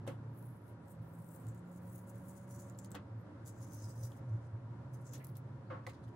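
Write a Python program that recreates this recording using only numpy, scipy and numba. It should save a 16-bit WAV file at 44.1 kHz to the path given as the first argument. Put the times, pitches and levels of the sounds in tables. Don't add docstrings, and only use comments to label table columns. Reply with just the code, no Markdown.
import sys
import numpy as np
from scipy import signal
from scipy.fft import rfft, irfft, next_fast_len
from scipy.io import wavfile
from scipy.ndimage import uniform_filter1d
from numba import njit

SR = 44100
rng = np.random.default_rng(int(sys.argv[2]) if len(sys.argv) > 2 else 0)


def makeup_ratio(level_db):
    decades = np.asarray(level_db, float) / 20
    return 10 ** decades


def persist_wave(psi):
    counts = np.round(np.clip(psi, -1, 1) * 32767).astype(np.int16)
    wavfile.write(sys.argv[1], SR, np.atleast_2d(counts).T)


N = 271347
PADDED = next_fast_len(N)


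def rms_one(x):
    return x / np.sqrt(np.mean(x ** 2) + 1e-20)


def in_time(rows):
    s, *columns = np.transpose(rows)
    return [np.interp(np.arange(N) / SR, s, c) for c in columns]


def at_hz(points, hz):
    points_hz, values = np.transpose(points)
    return np.interp(np.log(hz), np.log(points_hz), values)


def peaks_db(resonances, hz):
    return sum(db / (1 + ((hz - f) / (width / 2)) ** 2) for f, width, db in resonances)


def drift(rate_hz):
    r = np.exp(-2 * np.pi * rate_hz / SR)
    noise = rng.standard_normal(N + SR)
    return rms_one(signal.lfilter([1], [1, -2 * r, r * r], noise)[SR:])


def panned(x, pan_db):
    return x * makeup_ratio(np.array([pan_db / 2, -pan_db / 2])).reshape(2, -1)


def band_pass(x, edges_hz):
    return signal.sosfilt(signal.butter(2, edges_hz, "band", fs=SR, output="sos"), x)


def ring(clicks, hz, t60_s):
    r, w = makeup_ratio(-60 / (t60_s * SR)), 2 * np.pi * hz / SR
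    return signal.lfilter([0, np.sin(w)], [1, -2 * r * np.cos(w), r * r], clicks + 1e-18)


def swells(rows, shape):
    coarse_s = np.arange(0, N + 32, 32) / SR
    s, db, rise_s, fall_s = np.transpose(rows)[:4, :, None]
    before = (s - coarse_s) / np.maximum(rise_s, 1e-3)
    after = (coarse_s - s) / np.maximum(fall_s, 1e-3)
    apart = np.where(coarse_s < s, before, after)
    power = makeup_ratio(np.maximum(db - 20 * apart ** shape, -150)) ** 2
    total = power.sum(axis=0)

    def fine(v):
        return np.interp(np.arange(N) / SR, coarse_s, v)

    extra = [fine(c @ power / total) for c in np.transpose(rows)[4:]]
    return fine(10 * np.log10(total)), *extra


# Hz, level in dB per Hz.
STREET = [(12, -59), (20, -27.5), (43, -31), (92, -4.5), (124, -4), (217, -8.5), (347, -14.5), (398, -21),
          (555, -18.5), (841, -21.5), (966, -20.5), (1730, -29), (2410, -39), (10800, -56), (15000, -64)]
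# time in seconds, level in dB.
STREET_SWELL = [(0.0, -58), (0.72, -60), (3.01, -58.5), (4.3, -58.5), (5.7, -59.5), (6.15, -58)]
# centre in Hz, width in Hz, lift in dB.
ROOM_MODES = [(86, 26, 2), (161, 54, 2.5), (282, 28, 4.5), (352.3, 8.1, 7), (431, 53, 4.5), (546, 46, 8.5),
              (953, 35, 6.5), (1387, 60, 4), (2150, 100, 1.5)]
# Hz, correlation from -1 to 1.
LIKENESS = [(25, .6), (42, 0.51), (65, 0.94), (130, 0.99), (250, 0.98), (400, 0.8), (640, 0.53),
            (1410, 0.41), (3100, -0.33), (15000, 0.3)]
# Hz, left over right in dB.
LEAN = [(60, 0), (180, -2.5), (550, -1), (1650, 1.5), (4970, 1.5), (15000, 0)]


def street():
    hz = np.maximum(np.fft.rfftfreq(PADDED, 1 / SR), 1)
    alike = np.clip(at_hz(LIKENESS, hz), -1, 1)
    mid, side = rfft(rng.standard_normal((2, PADDED)))
    pair = np.sqrt(1 + alike) * mid + np.sqrt(1 - alike) * side * [[1], [-1]]
    pair = panned(pair * makeup_ratio(at_hz(STREET, hz) + peaks_db(ROOM_MODES, hz)), at_hz(LEAN, hz))
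    inside = (hz > 220) & (hz < 2000)
    scale = np.sqrt(2 * np.sum(np.abs(pair.mean(axis=0)[inside]) ** 2)) / PADDED
    flicker = makeup_ratio(0.6 * drift(6))
    return irfft(pair / scale, PADDED)[:, :N] * makeup_ratio(in_time(STREET_SWELL)[0]) * flicker


# peak in seconds, level in dB, build-up in seconds, dying in seconds.
RUMBLES = [(.07, -45, 0.18, 0.15), (.28, -46.5, 0.4, 0.25), (.49, -47, 0.22, 0.16), (.72, -47, 0.032, 0.1),
           (.89, -54.5, .11, 0.052), (1.01, -44.5, 0.044, 0.076), (1.22, -55, 0.34, 0.21),
           (1.49, -41.5, .08, 0.16), (1.95, -49, 0.25, 0.15), (2.14, -49.5, 0.3, .2),
           (2.52, -51.5, 0.29, 0.84), (2.9, -55, 0.77, 0.34), (3.16, -44, 0.13, 0.14),
           (3.39, -53, 0.038, .4), (3.6, -44.5, 0.13, 0.13), (3.87, -43.5, 0.2, 0.13),
           (4.05, -36, 0.1, 0.06), (4.21, -45, .03, 0.27), (4.35, -33, 0.12, 0.08),
           (4.54, -38, 0.047, 0.059), (4.66, -44, 0.049, 0.29), (4.93, -47.5, 0.046, 0.51),
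           (5.33, -48, 0.055, 0.17), (5.46, -47.5, 0.081, 0.22), (5.77, -48, .45, 0.12),
           (5.89, -48.5, 0.13, 0.09), (6.08, -45.5, 0.098, 0.089)]


def drone():
    mode_hz, wander_hz = 114.5, 4.18
    turn = 2 * np.pi * np.cumsum(mode_hz + wander_hz * drift(9.32)) / SR
    level_db = swells(RUMBLES, shape=0.99)[0] + 1.1 * drift(23)
    return np.sqrt(2) * makeup_ratio(level_db) * np.sin(turn)


# time in seconds, firing rate in Hz, level in dB.
LOW_GEAR = [(0, 141.7, -58), (.3, 147, -54), (.6, 155, -69), (1.2, 168, -52.5), (1.5, 173.7, -62),
            (1.62, 176.1, -51.5), (2.1, 183.7, -57), (2.7, 189.7, -57), (3.05, 197.6, -58)]
# time in seconds, firing rate in Hz, level in dB.
HIGH_GEAR = [(2.95, 96.7, -58.5), (3.6, 102.3, -57.5), (4.05, 110.5, -52), (4.2, 114.7, -55.5),
             (4.37, 118.6, -51.5), (4.8, 128.3, -55), (5.2, 132, -51.5), (5.55, 134.3, -53),
             (5.95, 132.6, -62)]
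# centre in Hz, width in Hz, lift in dB.
WINDOW = [(299, 50, 24.5), (352, 23, 14), (560, 68, 23)]


def engine(gear):
    hz, level_db = in_time(gear)
    s = np.arange(N) / SR
    on = np.clip(np.minimum(s - gear[0][0] + 0.04, gear[-1][0] - s) / 0.062, 0, 1)
    third_db = -90 + peaks_db(WINDOW, 3 * hz)
    turn = 2 * np.pi * np.cumsum(hz * (1 + 0.0029 * drift(6.6))) / SR
    return on * np.sqrt(2) * (makeup_ratio(level_db) * np.sin(turn) + makeup_ratio(third_db) * np.sin(3 * turn))


# Hz, level in dB, t60 in seconds.
DESK = [(232, 6, 0.09), (331.3, 12.5, 0.06), (540, 8, 0.051), (980, -1, 0.018), (1220, 7, 0.013),
        (1470, 14.5, 0.013), (1796, 10.5, 0.012), (2160, 11, 0.012)]
# start in seconds, level in dB, centre in Hz, width in octaves, decay in seconds.
THUDS = [(0.067, -63, 9800, 1.2, 0.036), (.0755, -53, 7200, 1.1, 0.058), (0.075, -52, 1750, 0.92, 0.15),
         (2.947, -49.5, 560, 2.9, 0.14), (2.949, -52, 1860, 1.6, 0.15), (5.701, -49, 510, 0.73, 0.28),
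         (5.699, -50, 1100, 0.97, 0.28), (5.703, -55, 1880, 0.7, 0.3), (5.66, -82, 4400, 0.21, 0.7),
         (5.74, -55.5, 1000, 1.1, 0.32), (5.2, -60, 2130, 0.42, .2)]
# start in seconds, level in dB, centre in Hz, width in octaves,
# decay in seconds.
RAPS = [(.07, -57, 3160, 0.46, 0.19), (.076, -61, 2300, 0.94, 0.19), (.078, -49, 473, 1.6, 0.23),
        (2.953, -63, 2780, 0.7, 0.089), (5.132, -58, 2600, 1.9, 0.23), (5.243, -74, 4200, 1.4, .08),
        (5.353, -66.5, 3500, 2.3, 0.13), (5.868, -47.5, 650, 1.3, 0.097), (5.889, -57, 2170, 0.59, 0.12)]


def desk():
    out, length = np.zeros((2, N)), 9000
    fade_s = np.arange(length) / SR
    trebles_db = [-45] * len(THUDS) + [-14.5] * len(RAPS)
    for (s, level_db, hz, octaves, decay_s), treble_db in zip(THUDS + RAPS, trebles_db):
        noise = rng.standard_normal((3, length))
        rise = 1 - np.exp(-fade_s / (0.0047 * decay_s))
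        shake = (0.71 * noise[0] + 0.86 * noise[1:]) * rise * makeup_ratio(-60 * fade_s / decay_s)
        edges_hz = hz * 2 ** (np.array([-octaves, octaves]) / 2)
        thud = band_pass(shake, edges_hz)
        thud += sum(0.0051 * makeup_ratio(db) * ring(thud, f, t60_s) for f, db, t60_s in DESK)
        thud *= np.sqrt(SR / 4 / (edges_hz[1] - edges_hz[0]))
        rustle = band_pass(shake, [4500, 13000])
        at = round(s * SR)
        out[:, at:at + length] += (makeup_ratio(level_db) * (thud + makeup_ratio(treble_db) * rustle))[:, :N - at]
    return out


# start in seconds, peak in dB, ring in Hz, t60 in seconds, left over right in dB.
TAPS = [(.0672, -40.5, 900, 0.0052, -4), (0.0758, -35.5, 537, 0.033, 2), (.109, -52, 700, 0.0092, 3),
        (2.946, -40, 795, 0.0087, 3), (2.958, -43, 520, 0.018, -4), (5.709, -51, 560, 0.01, -1),
        (5.744, -44, 260, .014, 0), (5.8663, -40.5, 2020, 0.017, -6), (5.8728, -49, 2300, .008, -2.5),
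        (5.8725, -51, 800, 0.0087, 0)]


def taps():
    out = np.zeros((2, N))
    for s, peak_db, hz, t60_s, pan_db in TAPS:
        push = np.zeros(2000)
        push[0] = -makeup_ratio(peak_db)
        at = round(s * SR)
        out[:, at:at + 2000] += panned(ring(push, hz, t60_s), pan_db)
    return out


# start in seconds, peak in dB, ring in Hz,
# left over right in dB.
SNAPS = [(0.4263, -54, 11400, 6.0), (1.245, -57, 8690, 3), (1.3493, -52, 8500, 4),
         (1.4862, -48.5, 8480, 4.5), (1.5473, -54, 12800, 4.5), (1.9902, -51, 10500, 2),
         (2.157, -54.5, 10200, 9), (2.5088, -50, 7220, 6), (2.592, -49, 7150, 0), (2.6983, -48, 7160, -7),
         (2.7775, -58, 11500, 14), (2.7885, -40, 7440, 5), (2.7984, -55, 7300, 11), (2.846, -45, 9500, 2.5),
         (2.8594, -52, 6540, 0), (2.906, -51, 12800, 0), (2.917, -41, 7890, 6.5), (2.9468, -45, 3230, -1),
         (2.9514, -40, 3070, 8), (3.778, -56, 12500, 0), (4.09, -59, 14000, 1), (4.1194, -51.5, 3330, -2),
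         (5.134, -40.5, 12000, 6), (5.1804, -48, 12900, 1), (5.2413, -47, 12710, 7), (5.246, -37, 12900, 3),
         (5.269, -44, 10900, 2), (5.3527, -55, 13600, -1), (5.3689, -40.5, 13000, 5.5),
         (6.0808, -60, 3064, 4)]
# start in seconds, peak in dB, centre in Hz, left over right in dB.
TICKS = [(.3585, -62, 12000, 5), (.378, -57, 11100, 5.5), (.3945, -58, 11400, 3), (.443, -63, 11000, 6),
         (.482, -59, 11100, 6), (.681, -55, 11000, 7.5), (.697, -61, 11000, 7), (.883, -55, 8430, 2),
         (1.1085, -61, 12500, 7), (1.2265, -60, 12500, 8), (1.2895, -56, 7920, 6.5),
         (1.4685, -48, 8330, 5.5), (1.578, -61, 7200, 6.5), (1.7505, -62, 9700, 8),
         (1.7745, -57, 10300, 7.5), (1.856, -61, 12500, 5.5), (1.9285, -57, 12000, 5),
         (1.9545, -57, 10300, 3), (2.0755, -51, 10000, 4.5), (2.088, -57, 10040, 4.5),
         (2.253, -56, 12500, 4), (2.3045, -50, 10500, 3), (2.3535, -57, 9000, 0), (2.3865, -53, 9000, 2),
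         (2.4145, -54, 9000, 2), (2.724, -57, 11000, 0), (2.748, -59, 4500, 0), (2.7866, -56, 7000, 0),
         (2.7905, -44, 8000, 2), (2.8475, -48.5, 4687, 0), (3.462, -51, 7300, 2), (3.612, -61, 6370, 2.5),
         (3.7215, -53, 6560, 0), (3.826, -54, 6030, 1), (4.136, -61, 3320, 0), (4.941, -57, 10400, 2.5),
         (5.045, -63, 7210, 7), (5.1375, -49, 11000, 3.5), (5.2485, -53, 15000, 3), (5.282, -56, 12500, 3),
         (5.2915, -58, 5000, 3), (5.3715, -50, 14500, 6), (5.8672, -44.5, 5000, 0), (5.873, -53, 6500, 0),
         (6.0375, -67, 4120, 1)]


def snaps(rows, t60_s, broad, fibres, low_hz):
    out, length = np.zeros((2, N)), 900
    fade_s = np.arange(length) / SR
    tick = np.zeros(length)
    tick[:2] = 1, -1
    for s, peak_db, hz, pan_db in rows:
        tear = rng.standard_normal((2, length))
        body = broad * tick + ring(np.abs(tick) / 2, hz, t60_s)
        puff = fibres * np.diff(tear, prepend=0) * makeup_ratio(-60 * fade_s / 0.012)
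        at = round(s * SR)
        out[:, at:at + length] += panned(makeup_ratio(peak_db) * (body + puff), pan_db)[:, :N - at]
    out[1] = np.roll(out[1], 1)
    return signal.sosfilt(signal.butter(2, low_hz, "high", fs=SR, output="sos"), out)


@njit
def sliding(x, cosine, r):
    y, z = np.zeros(len(x)), np.zeros(len(x))
    for i in range(2, len(x)):
        gain, pull, loss = (1 - r[i] ** 2) / 2, 2 * r[i] * cosine[i], r[i] ** 2
        y[i] = gain * (x[i] - x[i - 2]) + pull * y[i - 1] - loss * y[i - 2]
        z[i] = gain * (y[i] - y[i - 2]) + pull * z[i - 1] - loss * z[i - 2]
    return z


def two_paths(edges, across=0.18):
    out = np.array([edges[0] + across * np.roll(edges[1], 13),
                    edges[1] - across * np.roll(edges[0], 22)])
    bounces = [[(31, -0.24), (90, 0.45), (203, 0.43)], [(44, 0.35), (117, -0.51), (260, 0.42)]]
    for side in (0, 1):
        out[side] += sum(share * np.roll(out[side], lag) for lag, share in bounces[side])
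    return out


# start in seconds, lowest ring of the free strip at once in Hz,
# ring it settles to in Hz, left over right in dB, slackness that widens the rings (factor).
GRIPS = [(0, 11500, 10700, 9, 0.88), (.53, 10700, 10300, 7, 1.6), (0.789, 8500, 8200, 6.5, 1.1),
         (1.02, 8860, 8300, 10.5, 0.99), (1.43, 7340, 6900, 7.5, 1.13), (3.1, 12300, 12400, 10, 1.1),
         (3.36, 7070, 6340, 6.5, 1.8), (3.7, 6050, 5730, 4, 1.1), (4.7, 6060, 6960, 6, 1.5),
         (5.125, 6400, 9000, 3, 1.4), (5.19, 11400, 10500, 4, 1.4), (5.6, 4100, 4000, 2, 2.2)]


def free_strip():
    settle_s, hand_db_per_s = 0.5, -4.5
    s = np.arange(N) / SR
    starts_s = [grip[0] for grip in GRIPS]
    held = np.maximum(np.searchsorted(starts_s, s, "right") - 1, 0)
    grip_s, first_hz, settled_hz, pan_db, slack = np.array(GRIPS)[held].T
    since_s = s - grip_s
    glide_hz = settled_hz + (first_hz - settled_hz) * np.exp(-since_s / settle_s)
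    return glide_hz * (1 + 0.02 * drift(8.8)), pan_db + hand_db_per_s * since_s, slack


# ratio to its lowest ring, width as a share of the mode's Hz, level in dB.
STRIP = [(1.016, 0.17, 1.5), (1.196, 0.15, 0.5), (1.45, 0.15, -0.5), (1.67, 0.33, -2.5), (2.17, 0.39, -6.5),
         (0.87, 0.096, -4.5), (0.75, 0.19, -19.5)]
# centre in Hz, width in Hz, level in dB.
PAPER = [(13400, 3300, -12), (15600, 900, -1)]
# peak in seconds,
# crackle in dB, build-up in seconds, let-go in seconds, brightness in dB per octave.
TUGS = [(.39, -72, 0.075, 0.24, -9), (.49, -72, .17, 0.078, -11), (.564, -81, .1, 0.088, -7),
        (.69, -77, 0.07, 0.06, -13), (.91, -70, 0.068, 0.051, -7), (1.08, -85, 0.16, .3, 7),
        (1.362, -69.5, .33, 0.094, -6), (1.49, -72, 0.11, 0.045, 1), (1.59, -79, .25, .05, -8),
        (1.784, -73.5, 0.2, 0.026, 2), (1.954, -66, 0.16, .09, 7), (2.1, -64, 0.049, .022, 1),
        (2.17, -77, 0.34, 0.46, 4), (2.29, -63.5, .055, 0.068, -2), (2.37, -71, 0.052, 0.1, -2),
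        (2.52, -64, 0.04, 0.2, -5), (2.62, -67.5, 0.2, 0.087, -8), (2.698, -79.5, .04, .05, -2),
        (2.789, -61, .008, .025, -16), (2.855, -68, 0.079, .03, -11), (2.92, -77, 0.028, 0.029, -6),
        (2.953, -66, 0.024, 0.02, -11), (3.21, -84.5, 0.058, .05, -14),
        (3.47, -62.5, 0.027, 0.085, -11.5), (3.63, -67, 0.11, 0.098, -7),
              (3.732, -64, 0.072, .25, -2.5), (3.81, -70.5, .2, 0.17, -12), (3.856, -63.5, 0.12, 0.042, -6),
              (3.91, -65, 0.13, 0.034, -3), (4.06, -62.5, 0.17, 0.057, -2.5), (4.17, -76, 0.4, 0.055, 3),
              (4.3, -85.5, .2, 0.25, -6), (4.45, -83, 0.085, .06, 1), (4.944, -74, 0.029, 0.14, 2),
              (5.058, -70.5, 0.035, 0.25, -11), (5.136, -60.5, .005, 0.05, -3),
              (5.158, -59, 0.06, 0.02, -10), (5.185, -78, .015, .03, 4), (5.228, -82, 0.036, .02, 3),
              (5.245, -63, 0.0046, .025, -7), (5.29, -73, .03, 0.046, -5), (5.368, -72, .026, .035, -1),
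              (5.868, -62, .003, 0.022, -3), (5.897, -67, 0.035, .025, -3), (5.944, -75, .06, 0.06, -8),
              (6.04, -77, .02, 0.034, -1), (6.083, -80, .012, 0.034, 1)]


def peel(per_s=6000, size_db=2.6, clump_db=1.95, flex_db=2.2):
    level_db, tilt_db = swells(TUGS, shape=1.0)
    low_hz, pan_db, slack = free_strip()
    born = rng.random(N) < per_s / SR
    sizes = makeup_ratio(size_db * np.minimum(rng.exponential(1, N), 5))
    breaks = born * sizes * rng.choice([-1, 1], N)
    dealt = rng.integers(0, 4, N)
    large = np.abs(breaks) > makeup_ratio(3.2 * size_db)
    edges = np.zeros((2, N))
    for k, (ratio, share, mode_db) in enumerate(STRIP):
        angle = 2 * np.pi * np.minimum(ratio * low_hz, 17500) / SR
        loosened = slack if ratio > 1 else 1
        r, cosine = np.exp(-share * loosened * angle / 2), np.cos(angle)
        reach = makeup_ratio(mode_db + tilt_db * np.log2(ratio) + flex_db * drift(9.4))
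        if ratio < 1:
            reach *= makeup_ratio(0.27 * np.clip(level_db + 70.0, -20, 8))
        for edge in (0, 1):
            hits = breaks * ((dealt == 2 * edge + k % 2) | large)
            edges[edge] += reach * sliding(hits, cosine, r)
    for hz, width_hz, mode_db in PAPER:
        r = np.full(N, np.exp(-np.pi * width_hz / SR))
        cosine = np.full(N, np.cos(2 * np.pi * hz / SR))
        reach = makeup_ratio(mode_db + tilt_db + 0.4 * np.clip(level_db + 71.5, -20, 8))
        for edge in (0, 1):
            edges[edge] += reach * sliding(breaks * (dealt // 2 == edge), cosine, r)
    sound = signal.sosfilt(signal.butter(4, 16000, fs=SR, output="sos"), two_paths(edges))
    sound = sound / np.sqrt(uniform_filter1d(np.mean(sound ** 2, axis=0), size=4001))
    clumps = makeup_ratio(clump_db * drift(32) + 1.0 * drift(170))
    return panned(sound * rms_one(clumps) * makeup_ratio(level_db + 2.23), pan_db)


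def room(x):
    t60_s, level_db = 0.065, -7
    fade_s = np.arange(round(0.3 * SR)) / SR
    tail = rng.standard_normal((2, len(fade_s))) * makeup_ratio(-60 * fade_s / t60_s) * (fade_s > 0.003)
    tail = signal.lfilter([1], [1, -0.4], tail)
    tail /= np.sqrt(np.sum(tail ** 2, axis=1, keepdims=True))
    return makeup_ratio(level_db) * signal.fftconvolve(x, tail, axes=1)[:, :N]


def scene():
    lows = drone() + engine(LOW_GEAR) + engine(HIGH_GEAR)
    near = desk() + taps() + peel()
    near += snaps(SNAPS, t60_s=0.0057, broad=0.37, fibres=0.23, low_hz=3500)
    near += snaps(TICKS, t60_s=0.0024, broad=0.4, fibres=0.18, low_hz=2500)
    return street() + panned(lows, -0.55) + near + room(near)


def low_pass(x):
    return signal.sosfilt(signal.butter(12, 16450, fs=SR, output="sos"), x)


TOP_BANDS_HZ = [12000, 13100, 14300, 15100, 15830]


def record(dry):
    gate_db = -95.5
    hz, spectrum = np.fft.rfftfreq(PADDED, 1 / SR), rfft(dry, PADDED)
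    out = irfft(spectrum * (hz < TOP_BANDS_HZ[0]), PADDED)[:, :N]
    for low_hz, high_hz in zip(TOP_BANDS_HZ, TOP_BANDS_HZ[1:]):
        band = irfft(spectrum * (hz >= low_hz) * (hz < high_hz), PADDED)[:, :N]
        is_loud = uniform_filter1d(np.mean(band ** 2, axis=0), size=2048) > makeup_ratio(gate_db) ** 2
        out += band * uniform_filter1d(is_loud * 1.0, size=512)
    return low_pass(out)


dry = scene()
out = record(dry)
persist_wave(out)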